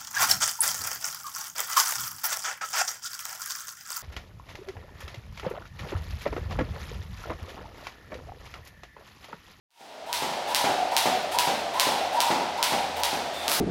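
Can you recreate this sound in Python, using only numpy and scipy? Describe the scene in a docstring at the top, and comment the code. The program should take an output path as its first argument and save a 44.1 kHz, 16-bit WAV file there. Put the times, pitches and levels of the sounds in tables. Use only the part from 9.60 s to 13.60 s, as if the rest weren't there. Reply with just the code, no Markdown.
"""The sound fades in on someone skipping rope in a small, bare-walled gym, about 2.4 turns a second.
On each turn the rope swishes in its handles and whistles through the air, highest as it sweeps
under the feet. It cracks on the rubber floor, and a shoe lands just after. The handles tick now
and then. Near the end one squeaks faintly, then the rope hops along the floor.
All the while the walls ring over a low hum."""
import sys
import numpy as np
from scipy import signal
from scipy.io import wavfile

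SR = 44100
rng = np.random.default_rng(int(sys.argv[2]) if len(sys.argv) > 2 else 0)


def log_audio(samples):
    """Write samples as a 16-bit WAV file to the path given in sys.argv[1]."""
    # one column per channel
    frames = np.atleast_2d(samples).T
    # limit to full scale, then quantise
    limited = np.clip(frames, -1, 1)
    pcm = np.round(limited * 32767).astype(np.int16)
    wavfile.write(sys.argv[1], SR, pcm)


N = 176400
T = np.arange(N) / SR

# The turns of the rope. Each row: floor hit in seconds, crack level in dB, its room ring in dB,
# whistle level in dB and base pitch in Hz for the downswing, then the same two for the upswing.
TURNS = [(0.1060, -1, -2.5, -5, 929.6, -4, 739.6), (0.5290, -3, 1.5, -2, 967.7, -2, 809.9),
         (0.9478, -4.5, 1, -1.5, 960.7, 3, 804.5), (1.3666, -2.5, 0.5, -1.5, 920.5, -2, 729.5),
         (1.7876, -3.5, -0.5, -1, 927.6, -2.5, 748.4), (2.1981, -1.5, -0.5, 0, 1011, 2, 848.6),
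         (2.6045, -4.5, -1, 0.5, 972.6, -2.5, 812.6), (3.0284, -4, 1, -2, 966, -1.5, 808.6),
         (3.4354, -5.5, -0.5, -2.5, 950, -7, 778.7), (3.8810, -6.5, -2.5, -5, 829.8, -6, 800)]
# The whistle through one turn. Each row: share of the turn since the hit, pitch factor, level in dB.
SWING = [(0, 1.03, -2), (.1, 1.01, -7), (0.249, .98, -0.5), (.39, .98, -4.5), (0.519, .88, -5),
         (.66, .8, -9.5), (.76, .74, -10), (.84, .88, -6), (.92, 1.02, 3)]
# Pieces of rope from the tip inwards. Each row: share of the tip's speed, band width in Hz, level in dB.
ROPE_PIECES = [(1, 75, -0.5), (.92, 170, -6), (.8, 190, -8.5), (.67, 190, -13)]
# The tone of the rushing air. Each row: frequency in Hz, level in dB.
AIR_TONE = [(100, -33), (300, -12.5), (600, 5.5), (1300, 3), (2200, -1), (3700, -3), (5500, -8),
            (7500, -17), (11000, -20.5), (16000, -30)]
def whistle():
    """Each piece of rope sheds little swirls of air: the faster it moves, the higher it whistles."""
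    turn_s, upswing_after_s = .417, .15
    whistle_db, air_db, air_follow, flutter_depth = -32, -41.5, .53, .035
    hits, _, _, down_db, down_hz, up_db, up_hz = np.transpose(TURNS)
    turn_starts = np.r_[hits[0] - turn_s, hits, hits[-1] + turn_s]
    turn = np.interp(T, turn_starts, np.arange(len(turn_starts)))
    swings = np.c_[hits, hits + upswing_after_s].ravel()
    base_hz = np.interp(T, swings, np.c_[down_hz, up_hz].ravel())
    base_db = np.interp(T, swings, np.c_[down_db, up_db].ravel())
    share, pitch_factor, swing_db = np.transpose(SWING)
    tip_hz = base_hz * np.interp(turn, share, pitch_factor, period=1)
    db = base_db + np.interp(turn, share, swing_db, period=1)
    tone = np.zeros(N)
    for speed, width_hz, piece_db in ROPE_PIECES:
        flutter = 1 + flutter_depth * wobble(rate_hz=18)  # the rope wobbles
        tone += amp(piece_db) * fuzzy_tone(tip_hz * speed * flutter, width_hz)
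    air = noise(AIR_TONE) * amp(air_db + air_follow * db)
    return in_room(unit(tone) * amp(whistle_db + db) + air, dry_db=-1.5)


# The crack's tone, heard directly and by way of the walls. Each row: frequency in Hz, level in dB.
CRACK_TONE = [(100, -40), (400, -23), (1000, -13), (2000, -7), (3600, 0), (5200, -1.5), (7000, -8.5),
              (10500, -10.5), (15500, -15)]
CRACK_RING_TONE = [(100, -28), (400, -24), (1000, -6), (2000, -3.5), (3600, -0.5), (5200, -4), (7000, -9),
                   (10500, -9.5), (15500, -16.5)]
def cracks():
    """The rope strikes the floor once a turn, and more of it lays down after the first touch."""
    crack_db, room_db = 11, 3.5
    direct, ring = np.zeros((2, N))
    for start, db, ring_db, *_ in TURNS:
        add(direct, start, amp([db]))
        laying_down = amp(-8.5) * burst(decay_s=.015)
        scatter = amp(-6.5) * burst(decay_s=.0052, start_s=.0105)  # echoes off the equipment
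        add(ring, start, amp(db) * (reflections(room_db + ring_db) + laying_down + scatter))
    return amp(crack_db) * (tint(direct, CRACK_TONE) + tint(ring, CRACK_RING_TONE))


# The rope's little hops. Each row: start in seconds, level in dB.
HOPS = [(3.898, -7), (3.917, -6.5), (3.922, -17), (3.926, -11), (3.95, -24)]
# Their tone. Each row: frequency in Hz, level in dB.
HOP_TONE = [(200, -21), (1200, 7.5), (2500, 0.5), (4500, 6), (7000, 0), (12000, 2.5), (16000, -6)]
def rope_hops():
    """The rope hops along the floor, clicking at each touch."""
    return clicks(HOPS, HOP_TONE, room_db=7.5)


# The shoe landings. Each row: start in seconds, level in dB.
STEPS = [(.209, -6), (.623, -1), (1.043, -0.5), (1.457, 0), (1.875, -2), (2.270, -2), (2.704, 1),
         (3.122, -2.5), (3.531, -5), (3.884, -8)]
# The tones of the dull thud and the brighter scuff. Each row: frequency in Hz, level in dB.
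THUD_TONE = [(30, -38), (70, -22.5), (130, -10), (240, -2), (400, -4), (700, -1), (1300, -15),
             (3000, -29.5), (7000, -48), (16000, -69)]
SCUFF_TONE = [(300, -19.5), (1200, 4.5), (3000, -2), (7000, -8), (16000, -34)]
def steps():
    """The ball of the foot thuds down, then the sole flattens and scuffs a little."""
    thud_db, scuff_db = 12.5, 1.5
    thud, scuff = np.zeros((2, N))
    for start, db in STEPS:
        blow = impact(room_db=5)
        sole = amp(-6) * burst(decay_s=.0091)
        add(thud, start, amp(db) * (blow + sole))
        add(scuff, start, amp(db) * burst(decay_s=.026, rise_s=.0075))
    scuff = in_room(tint(scuff, SCUFF_TONE), dry_db=1)
    return amp(thud_db) * tint(thud, THUD_TONE) + amp(scuff_db) * scuff


# The swishes in the handles. Each row: start in seconds, length in seconds, level in dB.
SWISHES = [(0.458, 0.07, -7), (0.872, 0.067, -4.5), (1.31, 0.052, -7), (1.711, 0.057, 0),
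           (2.13, 0.067, -6.5), (2.522, 0.063, -5.5), (2.967, 0.032, -9), (3.356, .06, -5.5),
           (3.732, 0.16, -8)]
# Their tone. Each row: frequency in Hz, level in dB.
SWISH_TONE = [(500, -28), (2000, 0), (3550, 4.5), (4500, -0.5), (6500, -6), (8500, -4), (12000, -7.5),
              (16000, -14)]
def handle_swishes():
    """The rope rubs in the handles as the wrists pull it down, once with a squeak."""
    def gate(start_s, length_s, ramp_s=.008):
        return np.clip(np.minimum(T - start_s, start_s + length_s - T) / ramp_s, 0, 1)
    rubbing = sum(amp(db) * gate(start, length) for start, length, db in SWISHES)
    hiss = amp(-44.5) * rubbing * noise(SWISH_TONE)
    squeak = amp(-51.5) * gate(start_s=3.73, length_s=.134) * fuzzy_tone(hz=3580, width_hz=300)
    return in_room(hiss + squeak, dry_db=4)


# The ticks of the handles. Each row: start in seconds, level in dB.
TICKS = [(1.631, -29), (3.371, -21), (3.401, -19)]
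# Their tone. Each row: frequency in Hz, level in dB.
TICK_TONE = [(1000, -36), (7000, -18), (13000, 0), (16000, 2)]
def handle_ticks():
    """Small hard contacts in the handles make thin ticks."""
    return clicks(TICKS, TICK_TONE, room_db=-12)


# Echoes off the nearby walls. Each row: delay in seconds, level in dB.
WALL_ECHOES = [(.0068, -14), (.0075, -6.5), (0.0134, -11.5), (.016, -13.5), (.0212, -11)]
def reflections(room_db):
    """What the room sends back after a blow: single wall echoes and a smooth ring."""
    response = amp(room_db) * room_ring()
    for delay, db in WALL_ECHOES:
        add(response, delay * rng.uniform(.995, 1.005), amp([db]))
    return response


# How long the gym rings. Each row: frequency in Hz, seconds to die away by 60 dB.
RING_TIMES = [(60, 0.23), (200, 0.78), (800, 1), (2000, 1), (4000, 1), (7000, 0.76), (11000, 0.65),
              (16000, 0.62)]
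def room_ring(size=32768, delay_s=.005, build_s=.012):
    """Countless echoes blur into dying noise, of energy 1, different for each place on the floor."""
    hz = np.fft.rfftfreq(256, 1 / SR)
    t = np.arange(size // 128 + 1) * 128 / SR
    real, imag = rng.standard_normal((2, len(hz), len(t)))
    decay = amp(-60 * t / read(RING_TIMES, hz)[:, None])
    ring = signal.istft((real + 1j * imag) * decay, SR)[1]
    build_up = np.clip((T[:SR] - delay_s) / build_s, 0, 1)
    ring = np.pad(ring, (0, SR - len(ring))) * build_up
    return ring / np.linalg.norm(ring)


def in_room(x, dry_db, count=3, drift_s=1.2916):
    """The direct (dry) sound plus a blend of rings that shifts as the skipper moves."""
    angle = 2 * np.pi * (T / drift_s - np.arange(count)[:, None] / count)
    shares = np.maximum(np.cos(angle), 0)
    shares /= np.linalg.norm(shares, axis=0)
    return amp(dry_db) * x + sum(signal.fftconvolve(x * share, room_ring())[:N] for share in shares)


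# The notes of the hum. Each row: pitch in Hz, band width in Hz, level in dB.
HUM_NOTES = [(78.4, 5.2, -63), (145, 8, -72)]
# How the hum wavers. Each row: time in seconds, level change in dB.
HUM_SWELL = [(.5, 0), (1.3, -4.5), (1.8, 1.5), (2.3, -1), (3.2, -3), (3.65, 5.5), (4, -4)]
# The tone of the room's steady noise. Each row: frequency in Hz, level in dB.
WASH_TONE = [(25, -29), (60, -13.5), (110, -11), (250, -2), (700, -0.5), (1500, -8), (4000, -10),
             (8000, -21), (16000, -44)]
def background():
    """A low, wavering hum over a soft wash of noise."""
    hum = sum(amp(db) * fuzzy_tone(hz, width) for hz, width, db in HUM_NOTES)
    swell = amp(np.interp(T, *np.transpose(HUM_SWELL)))
    return hum * swell + amp(-46) * noise(WASH_TONE)


def impact(room_db):
    """One sharp blow and its echoes."""
    return signal.unit_impulse(SR) + reflections(room_db)


def clicks(rows, tone, room_db):
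    """A series of small blows that share one tone."""
    track = np.zeros(N)
    for start, db in rows:
        add(track, start, amp(db) * impact(room_db))
    return tint(track, tone)


def burst(decay_s, start_s=0, rise_s=1e-5, size=8192):
    """A dying puff of noise, of energy 1."""
    t = T[:size] - start_s
    puff = rng.standard_normal(size) * np.clip(t / rise_s, 0, 1) * np.exp(-abs(t) / decay_s)
    return np.pad(puff / np.linalg.norm(puff), (0, SR - size))


def fuzzy_tone(hz, width_hz):
    """A narrow band of noise that follows a pitch; a wider band sounds breathier."""
    pole = np.exp(-np.pi * width_hz / SR)
    white = rng.standard_normal(N) + 1j * rng.standard_normal(N)
    slow_noise = signal.lfilter([1], [1, -2 * pole, pole * pole], white)
    phase = 2 * np.pi * np.cumsum(hz * np.ones(N)) / SR
    return unit((slow_noise * np.exp(1j * phase)).real)


def wobble(rate_hz):
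    """Slow random motion, about 1 in size."""
    return np.interp(T * 2 * rate_hz, np.arange(1024), rng.standard_normal(1024))


def noise(tone):
    """Steady noise with the given tone, at level 1."""
    return unit(tint(rng.standard_normal(N), tone))


def tint(x, tone, size=4096):
    """Filters a sound by a tone table, with no ringing ahead of a blow."""
    hz = abs(np.fft.fftfreq(size, 1 / SR))
    log_gain = np.log(amp(read(tone, hz)))
    taps = np.fft.ifft(np.exp(signal.hilbert(log_gain).conj())).real
    return signal.oaconvolve(x, taps[:size // 2])[:len(x)]


def read(table, hz):
    """Reads between a table's rows on a log-frequency scale."""
    row_hz, value = np.transpose(table)
    return np.interp(np.log(hz + 1), np.log(row_hz + 1), value)


def add(mix, start_s, sound):
    """Mixes a sound in at the given time."""
    part = mix[max(round(start_s * SR), 0):][:len(sound)]
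    part += sound[:len(part)]


def amp(db):
    """Turns decibels into a gain."""
    return 10 ** (np.asarray(db) / 20)


def unit(x):
    """Scales a sound to an average (rms) level of 1."""
    return x / np.sqrt(np.mean(x ** 2) + 1e-20)


def scene():
    """Rope, feet, handles and room together in one channel."""
    small_clicks = rope_hops() + handle_ticks()
    return (whistle() + cracks() + steps() + handle_swishes() + small_clicks + background())[None]


# The fade-in; its last level holds to the end. Each row: time in seconds, level in dB.
FADE_IN = [(.08, -80), (.11, -46), (.15, -33), (.21, -18), (.35, -8), (.55, -1.5), (.9, 4.5)]
def record(dry):
    """Fades the sound in and cuts the very highest treble."""
    cutoff_hz = 16000
    faded = dry * amp(np.interp(T, *np.transpose(FADE_IN)))
    low_pass = signal.firwin(401, cutoff_hz, window=("kaiser", 9), fs=SR)
    return signal.oaconvolve(faded, low_pass[None], "same")


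dry = scene()
out = record(dry)
log_audio(out)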